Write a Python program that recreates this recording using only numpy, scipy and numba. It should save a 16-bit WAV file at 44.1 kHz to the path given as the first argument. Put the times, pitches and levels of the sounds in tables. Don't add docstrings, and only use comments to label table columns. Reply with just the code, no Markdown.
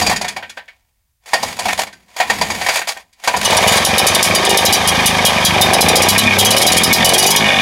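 import sys
import numpy as np
from scipy import signal
from scipy.fft import rfft, irfft
from scipy.io import wavfile
from scipy.ndimage import uniform_filter1d, minimum_filter1d, map_coordinates
from numba import njit

SR = 44100
rng = np.random.default_rng(int(sys.argv[2]) if len(sys.argv) > 2 else 0)


def transcribe(u):
    v = np.clip(np.atleast_2d(u).T, -1, 1)
    q = np.round(v * 32767).astype(np.int16)
    wavfile.write(sys.argv[1], SR, q)


N = 335821
TIME = np.arange(N) / SR
CAUGHT_S = 3.42

# (time [s], level [dB])
CRACKS = [(3.4478, -26), (3.5007, -34), (3.5679, -25.5), (3.674, -24.5), (3.72, -27.5), (3.7685, -28.5),
          (3.8496, -22.5), (3.9805, -22), (4.0661, -22), (4.1478, -22.5), (4.2276, -23.5), (4.349, -23.5),
          (4.4489, -31), (4.4933, -24), (4.5726, -21), (4.6522, -19), (4.7253, -19.5), (4.8738, -22.5),
          (5.0582, -20), (5.25, -18.5), (5.4487, -18.5), (5.6116, -17), (5.7336, -24), (5.8085, -18.5),
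          (5.885, -23), (5.955, -21.5), (6.021, -23.5), (6.0855, -19), (6.1797, -21.5), (6.3857, -18),
          (6.448, -21), (6.505, -21.5), (6.565, -22), (6.6149, -24.5), (6.6656, -19), (6.7195, -24.5),
          (6.7659, -25), (6.8343, -22), (6.9286, -18), (7.0458, -19.5), (7.0913, -25), (7.1353, -24),
          (7.1797, -22), (7.224, -23.5), (7.2636, -19.5), (7.3043, -22.5), (7.3613, -19.5)]
# (time [s], speed [turns/s])
SPEED = [(3.45, 17), (3.8, 23), (4.5, 25.4), (4.85, 27.6), (5.66, 24.2), (6.0, 30.3), (6.2, 33.3),
         (6.42, 32.4), (6.76, 42.6), (7.04, 42.4), (7.34, 51), (7.6, 49.2)]
# (frequency [Hz], width [Hz], lift [dB])
STARTER_MODES = [(730, 130, 2), (981, 120, 8.5), (1556, 57, 5.5), (1848, 150, 11), (2230, 89, 8),
                 (2415, 90, 5.5), (3406, 120, 5), (4720, 210, 8.5), (6780, 280, 9)]
# (frequency [Hz], width [Hz], lift [dB])
ENGINE_MODES = [(939, 160, 5.5), (1414, 130, -19.5), (2380, 72, 5), (2770, 60, -8.5), (3190, 43, 10.5),
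                (3730, 120, 2), (3690, 130, 4.5), (4690, 80, 5.5), (5100, 110, 1)]
# (frequency [Hz], width [Hz], lift [dB])
PIPE_MODES = [(90, 30, 6), (122, 20, -6), (205, 85, 8), (285, 40, -5)]
# (frequency [Hz], level [dB])
CRANKCASE_SPECTRUM = [(25, -34), (100, -7), (300, -11), (370, 1.5), (435, -2), (520, 1), (740, 4.5),
                      (1150, -15), (1450, -19), (2200, -8.5), (16000, -66)]


def undb(db):
    return 10 ** (np.asarray(db) / 20)


def unit(x):
    return x / np.sqrt(np.mean(x ** 2))


def curve(table):
    rows = np.array(table, float)
    return np.interp(TIME, rows[:, 0], rows[:, 1])


def ramp(start, length):
    return np.clip((TIME - start) / length, 0, 1)


def fade(start, db_per_s):
    return undb(-db_per_s * np.maximum(TIME - start, 0))


def add(track, s, sound):
    start = max(int(s * SR), 0)
    part = sound[:max(N - start, 0)]
    track[start:start + len(part)] += part


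def colour(x, spectrum, modes=(), stretch=1):
    size = 8192
    hz = np.maximum(np.arange(size // 2 + 1) * SR / size, 1) / stretch
    points = np.array(spectrum, float)
    db = np.interp(np.log(hz), np.log(points[:, 0]), points[:, 1])
    for centre, width, lift in modes:
        damped_width = max(width, centre / 45)
        db = db + lift / (1 + (2 * (hz - centre) / damped_width) ** 2)
    cepstrum = irfft(np.log(undb(db)))
    cepstrum[1:size // 2] *= 2
    cepstrum[size // 2 + 1:] = 0
    return signal.oaconvolve(x, irfft(np.exp(rfft(cepstrum))))[:len(x)]


def burst(rise, hold, t60, tail_db, tail_t60):
    t = TIME[:SR // 3]
    shape = undb(-60 * np.maximum(t - hold, 0) / t60) + undb(tail_db - 60 * t / tail_t60)
    return rng.standard_normal(len(t)) * shape * (1 - np.exp(-t / rise))


def flutter(count):
    steps = undb(2.5 * rng.exponential(size=count // 256 + 1))
    return unit(uniform_filter1d(steps.repeat(256)[:count], size=64))


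def ping(hz, t60):
    t = TIME[:SR // 5]
    decay = undb(-60 * t / t60)
    twin_hz = hz * (1 + .015 * rng.standard_normal())
    note = np.sin(2 * np.pi * hz * t) + .5 * np.sin(2 * np.pi * twin_hz * t) * decay
    return note * decay * np.minimum(t / .003, 1)


def caught():
    return ramp(CAUGHT_S, 0.11)


def starter():
    # (start [s], let go [s], wound home [s], whirr [dB], chuff [dB])
    pulls = [(-0.3, 0.08, 0.11, -21, -25), (1.19, 1.45, 1.51, -31, -34), (1.418, 1.64, 1.725, -25.5, -30.5),
             (2.082, 2.545, 2.767, -26, -31), (3.141, 3.492, 3.77, -23.5, -30)]
    # (time [s], length [s], level [dB])
    scrapes = [(1.258, 0.25, -35.5), (1.776, 0.045, -20), (2.081, 0.11, -53.5), (2.163, 0.063, -28),
               (2.871, 0.036, -21), (2.924, 0.083, -42.5), (3.237, 0.04, -25.5)]
    # (frequency [Hz], level [dB])
    rope_spectrum = [(100, -33.5), (700, 6.5), (1400, -2.5), (2200, 2), (7000, -6), (11000, -9.5),
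                     (16000, -20)]
    # (frequency [Hz], level [dB])
    chuff_spectrum = [(20, -29.5), (55, -3.5), (130, -2), (240, -0.5), (420, -4.5), (1200, -47)]
    drum, cylinder = np.zeros(N), np.zeros(N)
    for start, let_go, home, whirr_db, chuff_db in pulls:
        spin = ramp(start, 0.25)
        rewound_s = np.clip(TIME, let_go, home) - let_go
        rewind = undb(38 * rewound_s) * fade(home, db_per_s=225.5)
        pawl_drag = undb(-13) * fade(let_go, db_per_s=46.5)
        drum = np.hypot(drum, undb(whirr_db) * spin ** 2 * np.maximum(rewind, pawl_drag))
        cylinder = np.hypot(cylinder, undb(chuff_db) * spin ** 4 * fade(let_go, db_per_s=73))
    for s, length, db in scrapes:
        drum += undb(db) * np.interp(TIME - s, [0, .002, length, length + 0.031], [0, 1, 1, 0])
    spring_chatter = flutter(N)
    rubbed_modes = [(hz, width, lift * 0.7) for hz, width, lift in STARTER_MODES]
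    whirr = unit(colour(rng.standard_normal(N) * spring_chatter, rope_spectrum, rubbed_modes)) * drum
    chuff = unit(colour(rng.standard_normal(N), chuff_spectrum, PIPE_MODES)) * cylinder
    return whirr + chuff * (1 - caught())


def clanks():
    # (time [s], level [dB], extra body [dB], extra crack [dB], frequency struck hardest [Hz])
    blows = [(0.0176, -13.5, 2.5, -5, 730), (0.0632, -10, -11, -6.5, 2910), (0.0934, -10, -8, -9, 730),
             (0.1111, -8.5, -3.5, -15, 730), (0.1597, -13.5, -23, -8.5, 6750),
             (0.2116, -14.5, -6.5, -9, 730), (0.243, -14.5, -7.5, -16, 730), (0.2799, -15.5, -16, -7, 3406),
             (0.32, -32, -8, -11, 2230), (0.3625, -15, -4.5, -18, 1850), (0.4248, -20, -11, -30, 1540),
             (0.4938, -25, -23.5, -10, 3406), (0.5715, -20, -11, -25, 1540), (0.679, -29, -21.5, -25, 2320),
             (1.3323, -3.5, -5, -11, 981), (1.4284, -19, 3.5, -3, 730), (1.5886, -14, -6, -7, 730),
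             (1.6544, -14.5, 0.5, -13, 730), (1.6825, -8, -10.5, -14.5, 730), (1.789, -16.5, -1, -4.5, 981),
             (1.8674, -24.5, -7.5, -14, 2300), (1.9265, -32.5, -21, -10.5, 1540),
             (2.2, -2.5, -7.5, -18, 730), (2.298, -3, -10, -15.5, 1850), (2.4116, -7.5, -4.5, -10.5, 4690),
             (2.5, -12.5, -4.5, -11, 730), (2.611, -14, -7.5, -13, 730), (2.6618, -9.5, -11, -19, 1850),
             (2.6852, -5, -7.5, -11.5, 4690), (2.736, -23, -19, 1, 4690),
             (2.7666, -11.5, -10.5, -10.5, 2350), (2.814, -16.5, -11.5, -35, 1540),
             (2.8824, -33.5, -8, 13, 2330), (2.964, -29, -6.5, -38, 1530), (3.127, -48, -30, -4, 3406),
             (3.274, -2.5, -4.5, -13.5, 981), (3.3382, -9.5, -4, -35, 981), (3.3634, -16.5, 2, -4.5, 6750),
             (3.525, -12, 4, -7, 981)]
    # (frequency [Hz], level [dB])
    body_spectrum = [(100, -24), (330, -10), (480, -4), (700, 5.5), (1000, -1), (2500, -35.5)]
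    ring_spectrum = [(600, -21.5), (1600, 1), (2400, 2), (4500, -9), (8000, -32.5)]
    crack_spectrum = [(1500, -52.5), (3000, -5), (4500, 1), (10500, -8), (16000, -26.5)]
    out = np.zeros(N)
    for s, db, body_db, crack_db, struck_hz in blows:
        main_hz, main_width, _ = min(STARTER_MODES, key=lambda mode: abs(mode[0] - struck_hz))
        modes = [(hz, width, lift * 0.83 * rng.uniform(0.3, 1.44) + (hz == main_hz))
                 for hz, width, lift in STARTER_MODES]
        body = burst(rise=0.0012, hold=0.003, t60=0.075, tail_db=-10.5, tail_t60=0.3)
        ring = burst(rise=0.0022, hold=0.00093, t60=0.12, tail_db=-25, tail_t60=0.31)
        crack = burst(rise=0.0028, hold=0.009, t60=0.059, tail_db=-16, tail_t60=0.15)
        clank = (undb(10 + body_db) * colour(body, body_spectrum, modes)
                 + undb(1) * colour(ring, ring_spectrum, modes)
                 + undb(8 + crack_db) * colour(crack, crack_spectrum, modes))
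        add(out, s, undb(db) * clank)
        damping = main_width / 100
        add(out, s, undb(db - 6) * np.sqrt(damping) * ping(main_hz, t60=0.1 / damping))
    return out


def thuds():
    # (time [s], level [dB])
    first_firings = [(0.019, -15), (0.078, -15), (0.098, -11.5), (0.114, -13)]
    thud = colour(signal.unit_impulse(SR // 8), CRANKCASE_SPECTRUM, PIPE_MODES)
    out = np.zeros(N)
    for s, db in first_firings:
        add(out, s, undb(db + 33.5) * thud)
    return out


def shaft(sag_per_s=13, flywheel_s=0.3):
    crack_s = np.array(CRACKS)[:, 0]
    edges = np.r_[0, crack_s, TIME[-1]]
    midpoint = ((edges[:-1] + edges[1:]) / 2)[np.searchsorted(crack_s, TIME)]
    speed = curve(SPEED) - sag_per_s * (TIME - midpoint) * (TIME > crack_s[0])
    travelled = np.cumsum(speed) / SR
    at_crack = np.interp(crack_s, TIME, travelled)
    whole_turns = np.cumsum(np.r_[0, np.maximum(np.round(np.diff(at_crack)), 1)])
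    slip = np.interp(travelled, at_crack, whole_turns - at_crack)
    return np.maximum(travelled + uniform_filter1d(slip, size=int(flywheel_s * SR)), 0)


def shaft_noise(turns, memory=0.72):
    points = 512
    fresh = rng.standard_normal((int(turns[-1]) + 2, points))
    pattern = signal.lfilter([1], [1, -memory], fresh, axis=0).ravel()
    return unit(map_coordinates(pattern, [turns * points], order=1))


def casing_rattle(turns, shake):
    # (frequency [Hz], level [dB])
    rattle_spectrum = [(30, -53), (300, -3), (1000, 6.5), (1250, 9.5), (1650, 6), (2700, -10), (3700, -4),
                       (7000, -40)]
    return unit(colour(shaft_noise(turns) * shake ** 0.2, rattle_spectrum, ENGINE_MODES))


def air_hiss(shake):
    # (frequency [Hz], level [dB])
    hiss_spectrum = [(30, -33), (1450, 4), (2400, 4), (3700, 1), (6000, -0.5), (7800, -9.5), (10500, -9),
                     (16000, -26)]
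    flow = rng.standard_normal(N) * shake ** 0.09 * np.sqrt(flutter(N))
    return unit(colour(flow, hiss_spectrum, ENGINE_MODES))


def tin_clatter(shake, scatter_db=4):
    # (frequency [Hz], t60 [s], level [dB])
    tin_modes = [(1638, 0.025, -8), (1835, 0.05, -6), (2233, 0.032, -1.5), (2425, 0.034, -0.5),
                 (2906, 0.018, -6), (3510, 0.01, -3.5)]
    speed = curve(SPEED)
    taps_per_s = 5 * speed * shake
    at = np.flatnonzero(rng.random(N) < taps_per_s / SR)
    strength = undb(scatter_db * np.clip(rng.standard_normal(len(at)), -2, 2)) / np.sqrt(speed[at])
    out = np.zeros(N)
    for hz, t60, db in tin_modes:
        taps = np.zeros(N)
        taps[at] = strength * rng.uniform(-1.18, 1, len(at))
        out += undb(db) * unit(signal.oaconvolve(taps, ping(hz, t60))[:N])
    return unit(out)


def clang(excitation, scatter_db=5):
    clang_modes = [2935, 3253, 3650, 3960, 4760, 5070, 5755, 6190, 6930, 9180, 10570]
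    chance = rng.standard_normal((len(clang_modes), 2))
    notes = sum(undb(scatter_db * loud) * ping(hz * (1 + detune / 100), t60=0.12 * clang_modes[0] / hz)
                for hz, (loud, detune) in zip(clang_modes, chance))
    ring = signal.oaconvolve(excitation, notes)[:len(excitation)]
    return ring * np.linalg.norm(excitation) / np.linalg.norm(ring)


def metallic_cracks(length_scatter_db=3.5, stretch_per_db=0.015):
    # (frequency [Hz], level [dB])
    crack_spectrum = [(1000, -41.5), (2500, 5), (3100, 10.5), (5400, 17.5), (7500, 12), (10500, 17.5),
                      (16000, -1)]
    out, speed = np.zeros(N), curve(SPEED)
    typical_db = np.median(np.array(CRACKS)[:, 1])
    for s, db in CRACKS:
        length = undb(length_scatter_db * rng.uniform(-1.06, 1))
        excitation = burst(rise=0.00036 * length ** 4, hold=0.014 * length, t60=0.036 * length,
                           tail_db=-1.5, tail_t60=0.067)
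        speed_ratio = np.interp(s, TIME, speed) / np.median(speed)
        stretch = speed_ratio ** 0.021 * (1 + stretch_per_db * (db - typical_db))
        crack = colour(excitation * flutter(len(excitation)), crack_spectrum, ENGINE_MODES, stretch)
        add(out, s, undb(db) * crack)
        add(out, s, undb(db + 9.5) * clang(excitation))
    return out


def since_crack():
    crack_s = np.array(CRACKS)[:, 0]
    return TIME - crack_s[np.maximum(np.searchsorted(crack_s, TIME) - 1, 0)]


def strokes(turns, angle, scatter_db, jitter_s):
    times = np.interp(np.arange(int(turns[-1])) + angle, turns, TIME)
    lateness, size = rng.standard_normal((len(times), 2)).T
    at = np.clip((times + jitter_s * lateness) * SR, 0, N - 1).astype(int)
    pulses = np.zeros(N)
    pulses[at] = undb(scatter_db * size)
    return pulses / np.sqrt(curve(SPEED))


def turbulent(pulses, turns, eddy_db, t60):
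    decay = undb(-60 * TIME[:SR // 8] / t60)
    wakes = signal.oaconvolve(pulses, decay / np.linalg.norm(decay))[:N]
    return pulses + undb(eddy_db) * wakes * shaft_noise(turns)


def exhaust_puffs(turns, port):
    # (frequency [Hz], level [dB])
    puff_spectrum = [(20, -48), (50, -11), (82, -4), (125, -2.5), (230, -5.5), (400, -8.5), (1200, -45),
                     (8000, -80)]
    intake = strokes(turns, angle=.2, scatter_db=3, jitter_s=.0003)
    recovery = np.interp(since_crack(), [0, 0.036], [.3, 1])
    flow = turbulent((port + intake / 2) * recovery, turns, eddy_db=-12, t60=.12)
    return unit(colour(flow, puff_spectrum, PIPE_MODES))


def crankcase_knock(turns, attack_s=0.011, release_s=0.078):
    # (start [s], end [s], lift [dB])
    surges = [(3.505, 3.695, 3), (3.933, 4.144, 3), (4.476, 4.656, 5), (5.536, 6.047, 8), (6.349, 6.474, 7),
              (6.538, 6.674, 9), (7.015, 7.27, 6)]
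    slaps = (strokes(turns, angle=.87, scatter_db=2.3, jitter_s=.00007)
             + strokes(turns, angle=.48, scatter_db=2.3, jitter_s=.0001))
    knock = colour(turbulent(-slaps, turns, eddy_db=-10.5, t60=.08), CRANKCASE_SPECTRUM)
    lifts_db = [db * (ramp(start, attack_s) - ramp(end, release_s)) for start, end, db in surges]
    return unit(knock) * undb(np.max(lifts_db, axis=0))


def silencer_boom(turns, port):
    # (frequency [Hz], level [dB])
    boom_spectrum = [(50, -40), (140, -14), (230, 2), (310, -20), (420, -15), (1100, -12), (8000, -90)]
    # (frequency [Hz], width [Hz], lift [dB])
    boom_mode = [(232, 70, 9)]
    return unit(colour(turbulent(port, turns, eddy_db=-8, t60=.1), boom_spectrum, boom_mode))


def running_engine():
    turns, speed = shaft(), curve(SPEED)
    coast = np.clip((since_crack() - 0.0026) / 0.081, 0, 1) * np.interp(speed, [22.4, 33], [0, 1])
    drive = coast * speed / speed.max()
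    port = strokes(turns, angle=.9, scatter_db=2.5, jitter_s=.00015)
    shake = np.exp(np.cos(2 * np.pi * (turns - .35))) * caught()
    warm_up = ramp(CAUGHT_S, 0.56)
    return (exhaust_puffs(turns, port) * undb(-25.75 + 0.5 * warm_up)
            + silencer_boom(turns, port) * undb(-22.5) * drive
            + crankcase_knock(turns) * undb(-22.5)
            + casing_rattle(turns, shake) * undb(-22)
            + air_hiss(shake) * undb(-22.5)
            + tin_clatter(shake) * undb(-23.5 + 9 * drive * coast))


def walls(x, wet_db, t60):
    t = TIME[:SR // 2]
    echoes = rng.standard_normal(len(t)) * undb(-60 * t / t60) * (t > .003)
    return x + undb(wet_db) * signal.oaconvolve(x, echoes / np.linalg.norm(echoes))[:N]


def scene():
    # (frequency [Hz], level [dB])
    yard_spectrum = [(20, -19), (55, -3.5), (400, -40.5), (15000, -34)]
    yard = unit(colour(rng.standard_normal(N), yard_spectrum)) * undb(-65.5)
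    machine = clanks() + thuds() + starter() + metallic_cracks() + running_engine()
    return (walls(machine, wet_db=-10.5, t60=0.16) + yard)[None]


@njit
def recover(allowed, release):
    out, gain = np.empty(len(allowed)), 1.
    for i in range(len(allowed)):
        gain = min(allowed[i], gain + (1 - gain) * release)
        out[i] = gain
    return out


def record(dry, ceiling_db=-0.7, release_s=0.018, top_hz=15800):
    allowed = np.minimum(1, undb(ceiling_db) / (np.abs(dry[0]) + 1e-9))
    ahead = minimum_filter1d(allowed, size=45)
    gain = uniform_filter1d(recover(ahead, 1 / (release_s * SR)), size=45)
    return signal.sosfilt(signal.ellip(10, .1, 80, top_hz, fs=SR, output="sos"), dry * gain)


dry = scene()
out = record(dry)
transcribe(out)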